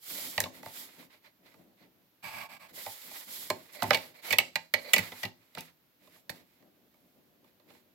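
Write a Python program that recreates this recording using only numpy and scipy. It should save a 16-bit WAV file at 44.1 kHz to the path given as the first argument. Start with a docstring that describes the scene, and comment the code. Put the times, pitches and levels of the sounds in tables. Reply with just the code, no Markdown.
"""A plastic drafting ruler on paper, at a desk in a small room, close to a stereo microphone.
It slides in short hissing pushes, its edge catching and singing, while the side of the hand rubs the desk.
A pencil scratches along it; then the ruler is swung round, clacks on the desk and is set down.
Nails, pencil tip and fingertips tap on it, and each contact rings the plastic and thuds in the desk."""
import sys
import numpy as np
from scipy import signal
from scipy.fft import rfft, irfft, next_fast_len
from scipy.io import wavfile

SR = 44100
rng = np.random.default_rng(int(sys.argv[2]) if len(sys.argv) > 2 else 0)


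def store_pcm(level_fs):
    """Save levels as 16-bit WAV."""
    pcm = np.round(np.clip(level_fs, -1, 1) * 32767).astype(np.int16)
    wavfile.write(sys.argv[1], SR, np.atleast_2d(pcm).T)


N = 350154
TIME = np.arange(N) / SR


def from_db(db):
    return 10 ** (np.asarray(db) / 20)


def unit_rms(x):
    return x / np.sqrt(np.mean(x ** 2) + 1e-30)


def at_hz(points, hz):
    """Read a table on a log-frequency axis."""
    where, value = np.transpose(points)
    return np.interp(np.log(np.maximum(hz, 1)), np.log(where), value)


def stereo(two, alike):
    """Two unrelated signals become left and right with a given likeness."""
    return np.sqrt(1 + alike) * two[0] + np.sqrt(1 - alike) * two[1] * np.array([[1], [-1]])


def panned(x, pan_db):
    """Lean to one side at equal power; positive is left."""
    return x * unit_rms(from_db([[pan_db / 2], [-pan_db / 2]]))


# rubbing and room sound at the microphone: f/Hz, left-right likeness/0-1
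LIKENESS = [(60, 0.67), (400, 0.72), (900, 0.26), (2000, 0.03), (5000, 0.079), (16000, 0.0037)]
def coloured(two, spectrum):
    """Give two noises a spectrum with falling ends and the stereo likeness; rms 1."""
    size = next_fast_len(N)
    hz = np.maximum(np.arange(size // 2 + 1) * SR / size, 1)
    skirts = 1 / np.sqrt((1 + (spectrum[0][0] / hz) ** 6) * (1 + (hz / spectrum[-1][0]) ** 6))
    sides = stereo(rfft(two, size), at_hz(LIKENESS, hz))
    return unit_rms(irfft(sides * from_db(at_hz(spectrum, hz)) * skirts, size)[:, :N])


def resonate(force, modes):
    """Parallel resonances with alternating signs."""
    out = 0
    for k, (hz, width, db) in enumerate(modes):
        r = np.exp(-np.pi * width / SR)
        poles = [1, -2 * r * np.cos(2 * np.pi * hz / SR), r * r]
        out = out + (-1) ** k * from_db(db) * (1 - r * r) / 2 * signal.lfilter([1, 0, -1], poles, force)
    return out


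def friction(grains_per_s, grain_db, judder_db, judder_hz):
    """Paper fibres catch and let go: fine noise with larger grains, under uneven pressure."""
    catches = rng.random(N) < grains_per_s / SR
    grain_gain = from_db(grain_db) * np.sqrt(SR / grains_per_s)
    grainy = rng.standard_normal((2, N)) * (1 + grain_gain * catches)
    points = rng.standard_normal(int(N / SR * judder_hz) + 2)
    pressure = unit_rms(np.interp(TIME * judder_hz, np.arange(len(points)), points))
    return grainy * from_db(judder_db * pressure)


def movements(rows, rise_share, speed_power):
    """Friction gain follows a power of the hand's speed, a sine arch per move; overlaps add in power."""
    power = 0
    for start_s, length_s, db in rows:
        turns_s = start_s + length_s * np.array([0, rise_share, 1])
        speed = np.sin(np.interp(TIME, turns_s, [0, np.pi / 2, 0]))
        power = power + (from_db(db) * speed ** speed_power) ** 2
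    return np.sqrt(power)


# modes of the ruler lying on the desk, scraped here and struck in knocks(): f/Hz, width/Hz, level/dB
RULER_MODES = [(101, 22, -1), (114.6, 27, -0.5), (159.9, 15, -1), (203, 31, -4.5), (249, 13, -3.5),
               (379.8, 34, -4.5), (510, 70, -5.5), (619.2, 28, 6.5), (687, 45, -4.5), (796.7, 35, 0),
               (890, 18, -0.5), (1023.4, 38, -2.5), (1200, 62, -10.5), (1610, 200, -4), (1866, 150, -3.5),
               (2000, 45, 5), (2230, 45, 1.5), (2415, 68, 1), (2587, 20, 0), (2850, 95, 0),
               (3590, 150, -4.5), (4022, 130, 1), (4270, 62, -4.5), (4450, 90, -0.5), (5126, 250, -13.5),
               (4996, 84, -9.5), (6260, 300, -15), (7240, 330, -4), (7610, 83, -11), (11700, 130, -6),
               (14000, 1600, -13)]
# spectra of the paper's hiss and the plastic's scrape: f/Hz, level/dB
PAPER_HISS = [(2600, -13), (3200, -2.5), (4000, -4), (5000, -4), (6300, -8), (7400, -3.5), (8900, -10),
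              (12100, 1), (14500, -3.5), (16500, -4.5)]
RULER_SCRAPE = [(450, -2.5), (650, -4.5), (900, -1), (1300, -2.5), (1700, -2), (2100, 3.5), (2900, -4.5),
                (4000, -3), (5000, -8), (6500, -14.5)]
# pushes across the sheet: t/s, length/s, hiss level/dB, scrape level/dB
SLIDES = [(-0.01, 0.46, -39, -47.5), (0.27, .27, -50.5, -52), (0.51, .13, -54, -52),
          (0.61, 0.16, -51, -53.5), (0.7, 0.21, -43, -48), (0.84, 0.21, -59.5, -56),
          (0.96, 0.13, -58, -53.5), (1.085, 0.12, -68, -58), (1.215, .1, -70, -59), (1.42, .15, -68, -60.5),
          (1.49, 0.21, -71.5, -70), (1.76, 0.13, -75, -65), (2.675, 0.057, -61.5, -58),
          (2.722, 0.17, -43.5, -50), (2.76, 0.31, -45, -51.5), (2.95, 0.27, -48.5, -51.5),
          (3.09, 0.2, -44.5, -48.5), (3.23, 0.33, -41.5, -49.5), (3.4, 0.42, -58.5, -56.5),
          (3.71, 0.092, -50, -53.5), (3.74, 0.42, -48, -47), (4.13, .1, -61, -57), (4.21, 0.18, -44, -42.5),
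          (4.34, 0.19, -59, -56), (4.5, 0.22, -67, -65), (4.712, 0.34, -55, -54.5),
          (4.85, 0.36, -48.5, -43.5), (5.12, 0.2, -50, -48), (5.28, 0.52, -73, -71.5),
          (5.532, 0.2, -58, -55.5), (5.98, 0.21, -68.5, -64.5), (6.1, 0.14, -62.5, -63),
          (6.29, 0.16, -62, -57.5), (6.38, .35, -76, -71.5), (6.7, .8, -78.5, -92), (7.42, .12, -78, -70),
          (7.65, 0.2, -67, -61)]
def ruler_slides(hiss_db, scrape_db, ring_db):
    """Just right of the microphone, paper hisses under ruler and hand; the plastic scrapes hollowly."""
    fibres = friction(grains_per_s=4600, grain_db=-7.5, judder_db=0.83, judder_hz=100)
    hiss = coloured(fibres, PAPER_HISS)
    drag = friction(grains_per_s=3100, grain_db=-5.0, judder_db=2.57, judder_hz=56)
    ring = unit_rms(resonate(drag, [mode for mode in RULER_MODES if 450 < mode[0] < 5200]))
    scrape = unit_rms(coloured(drag, RULER_SCRAPE) + from_db(ring_db) * ring)
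    pushes = np.array(SLIDES)
    hiss *= movements(pushes[:, [0, 1, 2]], rise_share=0.4, speed_power=1.5)
    scrape *= movements(pushes[:, [0, 1, 3]], rise_share=0.4, speed_power=1.5)
    return panned(from_db(hiss_db) * hiss + from_db(scrape_db) * scrape, pan_db=-3.0)


# spectrum of skin on the sheet: f/Hz, level/dB
HAND_RUB = [(60, -17.5), (110, -10), (160, -3), (280, 1), (420, -6.5), (600, -4.5), (850, -13)]
# drags of the side of the hand: t/s, length/s, level/dB
RUBS = [(0.06, 0.62, -53), (0.48, 0.36, -59.5), (0.72, 0.29, -59.5), (0.975, 0.12, -56.5),
        (1.38, 0.24, -67), (1.53, 0.26, -60), (1.8, 0.12, -59), (1.9, 0.21, -71), (2.7, 0.18, -59),
        (3.03, 0.21, -60), (3.25, 0.49, -58), (3.7, 0.48, -56.5), (4.22, 0.34, -58.5), (4.74, 0.21, -59),
        (5.0, 0.68, -72), (6.0, 0.35, -65.5), (6.28, 0.19, -57.5), (6.45, 2.07, -70.5), (6.6, .1, -61.5),
        (7.42, 0.12, -64.5), (7.65, 0.19, -64)]
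def hand_rubs(gain_db):
    """In the centre, skin drags on the sheet and the desk murmurs under it."""
    drag = friction(grains_per_s=550, grain_db=-10.0, judder_db=2.5, judder_hz=25)
    moving = movements(RUBS, rise_share=0.18, speed_power=0.95)
    return from_db(gain_db) * moving * coloured(drag, HAND_RUB)


# resonances of the ruler's edge: f/Hz, width/Hz, level/dB
EDGE_MODES = [(580, 110, 1), (2020, 130, -2.5), (2300, 120, -2.5), (4080, 150, -4), (4530, 120, -4)]
# the edge catches on the sheet: middle t/s, half-length/s, level/dB
CATCHES = [(0.18, 0.011, -43.5), (1.265, 0.019, -64), (1.48, 0.012, -65.5), (1.814, 0.023, -70),
           (2.787, 0.0086, -45), (3.78, .03, -51), (4.188, 0.022, -59.5), (4.286, 0.015, -43),
           (4.787, 0.018, -45.5), (4.878, 0.026, -44)]
def edge_catches(pan_db):
    """The ruler's edge sticks and slips quickly, singing in short swells."""
    swells = sum(from_db(db) * np.exp(-((TIME - s) / half_s) ** 2 / 2) for s, half_s, db in CATCHES)
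    drag = friction(grains_per_s=1200, grain_db=-4.0, judder_db=2.5, judder_hz=130)
    singing = unit_rms(resonate(stereo(drag, alike=0.26), EDGE_MODES))
    return panned(swells * singing, pan_db)


# ruler, nails or pencil knock:
# t/s, level/dB, hardness/dB, desk thud level/dB, favoured f/Hz, left-right/dB, chatter/s
KNOCKS = [(0.3787, -38, -5, -47.5, 3170, -3.5, .0011), (0.4032, -35, 5.5, -64, 5230, -3.5, .0011),
          (0.4165, -52.5, 2.5, -50, 5200, 6, .0016), (0.4384, -45.5, -3, -52.5, 3300, -0.5, 0.0011),
          (0.457, -55, -10.5, -54, 1110, -6, 0.0042), (0.630, -55.5, -5.5, -73, 820, -4, .0011),
          (0.66, -53, -8, -57, 840, -3, 0.0023), (2.2299, -82, -2, -75, 2300, -21, 0.0038),
          (2.8627, -47, -6.5, -59, 786, -7, 0.0014), (3.113, -58.5, -3.5, -83, 950, -16, 0.0017),
          (3.5012, -33, -3.5, -46, 970, -6.5, 0.0024), (3.822, -36, -7, -40.5, 970, -15.5, 0.0024),
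          (3.83, -41.5, 3.5, -43, 890, 1, 0.0038), (3.839, -47, -11.5, -47, 890, -8.5, 0.002),
          (3.879, -63, 10, -48, 1200, -7.5, 0.0015), (3.9063, -31, -9, -44.5, 1620, -11.5, .0012),
          (3.9308, -40, -4.5, -50.5, 2300, -3.5, 0.01), (3.9455, -35.5, -1.5, -55, 2630, -2.5, 0.0059),
          (3.9715, -52, 2.5, -54.5, 2500, -4.5, 0.0015), (4.3056, -40, 1, -51, 2300, -4, 0.012),
          (4.3252, -36, 2, -62.5, 2117, -5.5, 0.0062), (4.331, -41, -3, -52.5, 2000, -6, 0.005),
          (4.3847, -29.5, 4, -52, 2300, -2.5, 0.0024), (4.401, -49, -7.5, -54, 2040, -4, 0.00089),
          (4.5556, -38.5, -1, -54, 2030, -5, 0.0043), (4.7378, -34, -.5, -53, 2090, -6, 0.0031),
          (4.9341, -28.5, 4, -50, 2450, -2, 0.0035), (4.938, -35.5, 8, -57.5, 2300, -3.5, .0016),
          (4.962, -37.5, -2.5, -46.5, 2520, -1.5, 0.0044), (4.981, -40.5, 3, -45.5, 2070, -5, .0017),
          (4.989, -44.5, 4.5, -44, 2100, -6.5, 0.0039), (5.056, -73, 15, -68, 2200, 1, 0.0022),
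          (5.119, -56, -7.5, -58.5, 1760, -3, 0.0078), (5.2317, -43.5, -2.5, -47.5, 1880, 4, 0.0072),
          (5.251, -48.5, -3.5, -51, 2920, -10, 0.0044), (5.55, -55.5, 1, -67, 3560, -4, .0012),
          (5.5726, -57.5, -14.5, -51.5, 1560, -7, 0.0037), (5.581, -55.5, 3.5, -57, 2670, -4, 0.015),
          (5.607, -62, 13.5, -68, 3220, 0, .0024), (6.2943, -49.5, -3, -55, 1720, -8, 0.0015),
          (6.2995, -52.5, 8, -64, 4000, -6, 0.0014)]
# soft fingertips settle on the ruler: t/s, level/dB
TOUCHES = [(1.025, -70), (1.141, -72.5), (1.541, -70), (6.074, -70), (6.161, -72), (6.624, -78),
           (6.942, -77.5), (7.443, -75.5), (7.598, -74.5), (7.703, -68.5), (7.748, -73)]
def contacts(lively_db=12, lively_hz=2300, lively_octaves=0.97):
    """Register levels of each contact: a hard one trades hollow knock for crack, a lively spot rings."""
    touches = [(s, db, -6, db - 10.5, 1060, -12, 0.0025) for s, db in TOUCHES]   # columns as in KNOCKS
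    for s, db, hardness_db, thud_db, spot_hz, pan_db, chatter_s in KNOCKS + touches:
        ring_db = lively_db * np.exp(-(np.log2(spot_hz / lively_hz) / lively_octaves) ** 2)
        yield s, (thud_db, db - hardness_db, db + ring_db, db + hardness_db), spot_hz, pan_db, chatter_s


# registers (thud, hollow knock, ring, crack): low f/Hz, high f/Hz, attack/s, left-right likeness/0-1
REGISTERS = [(65, 350, .04, .9), (350, 1400, .012, .75), (1400, 5500, .012, .3), (5500, 16500, .012, .1)]
# loudness of the thud, hollow knock, ring and crack: level/dB
REGISTER_GAIN_DB = [0.27, 2.3, 1.3, 2.4]
def knocks(strike_db, buzz_s, buzz_db, direct_db, damping, mode_spread_db, spot_db, spot_octaves):
    """A sharp strike, milliseconds of chatter and a faint buzz set the ruler and desk ringing close by."""
    size = 6144
    t, out = TIME[:size], np.zeros((2, N + size))
    hz = np.maximum(np.arange(size // 2 + 1) * SR / size, 1)
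    click = 1. * (t == 0)
    # the fingers damp the plastic's modes, but not the desk's low ones
    held = [(f, width * (damping if f > 450 else 1), db) for f, width, db in RULER_MODES]
    rings = rfft([resonate(click, [mode]) * (-1) ** k for k, mode in enumerate(held)])
    mode_hz = np.array(RULER_MODES)[:, 0]
    filters = [signal.butter(3, band[:2], "band", fs=SR, output="sos") for band in REGISTERS]
    passbands = [signal.sosfreqz(sos, hz, fs=SR)[1] for sos in filters]
    cushion = signal.freqz(*signal.butter(2, 15200, fs=SR), hz, fs=SR)[1]   # the sheet softens each blow
    for s, levels_db, spot_hz, pan_db, chatter_s in contacts():
        press = np.exp(-t / chatter_s) + from_db(buzz_db) * np.exp(-t / buzz_s)
        force = press * rng.standard_normal((2, size))
        force[0] += from_db(strike_db) * click
        # each spot favours the modes near its own pitch, and others by chance
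        near = np.exp(-(np.log2(mode_hz / spot_hz) / spot_octaves) ** 2)
        strengths = from_db(spot_db * near + mode_spread_db * rng.standard_normal(len(mode_hz)))
        body = rfft(force) * cushion * ((strengths[:, None] * rings).sum(0) + from_db(direct_db))
        at = round(s * SR)
        for k, (low_hz, _, attack_s, alike) in enumerate(REGISTERS):
            part = stereo(irfft(body * passbands[k]), alike)
            attack_rms = np.sqrt(np.mean(part[:, :round(attack_s * SR)] ** 2, axis=1, keepdims=True))
            part = panned(part / attack_rms, pan_db * min(1, low_hz / 800))   # bass stays near the centre
            out[:, at:at + size] += from_db(levels_db[k] + REGISTER_GAIN_DB[k]) * part
    return out[:, :N]


# spectrum of the graphite's rasp: f/Hz, level/dB
GRAPHITE = [(70, -12), (195, -4.5), (440, -18), (620, -2), (890, -0.5), (1450, -16.5), (2320, 0.5),
            (3000, -10), (4700, -10.5), (6900, -21.5), (7900, -12), (9300, -26.5), (11400, -11),
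            (16000, -17)]
# resonances under the pencil tip: f/Hz, width/Hz, level/dB
TIP_MODES = [(880, 10, -2), (1123, 72, -2), (1650, 33, -6), (2300, 48, 1.5), (2720, 40, -17),
             (3940, 55, -14), (4740, 31, -16)]
# strokes along the ruler: t/s, length/s, level/dB
STROKES = [(2.226, 0.1, -43), (2.305, 0.17, -43), (2.488, 0.094, -49), (2.594, 0.087, -53)]
def pencil_strokes(gain_db, ring_db):
    """A little to the right, graphite crumbles on the paper's grain, shaking pencil and ruler's edge."""
    drag = friction(grains_per_s=460, grain_db=-8.5, judder_db=1.0, judder_hz=270)
    ring = unit_rms(resonate(stereo(drag, alike=0.35), TIP_MODES))
    rasp = unit_rms(coloured(drag, GRAPHITE) + from_db(ring_db) * ring)
    moving = movements(STROKES, rise_share=0.38, speed_power=0.51)
    return panned(from_db(gain_db) * moving * rasp, pan_db=-3.5)


# decay of the small room: f/Hz, t60/s (floored at shortest_t60_s)
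ROOM_T60 = [(100, 0.38), (500, 0.2851), (2000, 0.1854), (6000, 0.33), (12000, -0.48)]
# its reflections against the direct sound, close to the desk: f/Hz, level/dB
ROOM_DB = [(100, -8), (500, -6), (2000, -15), (6000, -13.5), (15000, -16.5)]
def room_reflections(x, first_echo_s, shortest_t60_s):
    """Diffuse reflections reach the microphone, octave by octave, dying soonest in the top one."""
    t, response = TIME[:SR * 2 // 3], 0
    build_up = np.clip(t / first_echo_s - 1, 0, 1)
    for hz in 88 * 2. ** np.arange(8):
        sos = signal.butter(2, [hz / np.sqrt(2), hz * np.sqrt(2)], "band", fs=SR, output="sos")
        noise = stereo(signal.sosfilt(sos, rng.standard_normal((2, len(t)))), at_hz(LIKENESS, hz))
        t60_s = max(at_hz(ROOM_T60, hz), shortest_t60_s)
        tail = unit_rms(noise * build_up * np.exp(-np.log(1000) * t / t60_s))
        octave_gain = np.sqrt(np.sqrt(2) * hz / SR / len(t))
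        response = response + from_db(at_hz(ROOM_DB, hz)) * tail * octave_gain
    return signal.fftconvolve(x, response, axes=1)[:, :N]


# spectrum of the background at the desk: f/Hz, level/dB
ROOM_TONE = [(30, -19), (100, -4.5), (290, 0), (420, -7), (1000, -11), (2200, -12.5), (4200, -14),
             (7000, -21), (9400, -26), (12500, -9), (16000, -13)]
def room_tone(level_db):
    """A faint, steady low murmur with a thin hiss on top."""
    return from_db(level_db) * coloured(rng.standard_normal((2, N)), ROOM_TONE)


def scene():
    """The desk from close by, with the small room behind it."""
    desk = knocks(strike_db=13, buzz_s=0.014, buzz_db=-18, direct_db=-12.5,
                  damping=1.6, mode_spread_db=2.5, spot_db=7.5, spot_octaves=0.29)
    desk += ruler_slides(hiss_db=-0.05, scrape_db=-2.5, ring_db=-7.5)
    desk += edge_catches(pan_db=-6.5)
    desk += hand_rubs(gain_db=-1.46)
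    desk += pencil_strokes(gain_db=1.0, ring_db=-0.5)
    background = room_tone(level_db=-69.5)
    return desk + room_reflections(desk, first_echo_s=0.0043, shortest_t60_s=0.04) + background


# colour of the microphone's two ports: f/Hz, left-right level/dB
PORTS = [(60, 3), (300, 1.5), (600, 2.5), (1100, 0.5), (2000, -5.5), (4000, 0), (8000, 1), (13000, -2.5)]
def record(dry):
    """Each microphone port colours its side; peaks are rounded and the top is cut steeply at 16 kHz."""
    size = next_fast_len(N)
    tilt_db = at_hz(PORTS, np.arange(size // 2 + 1) * SR / size)
    heard = irfft(rfft(dry, size) * from_db([tilt_db / 2, -tilt_db / 2]), size)[:, :N]
    top_cut = signal.ellip(10, .1, 80, 16000, fs=SR, output="sos")
    return signal.sosfilt(top_cut, np.tanh(heard))


dry = scene()
out = record(dry)
store_pcm(out)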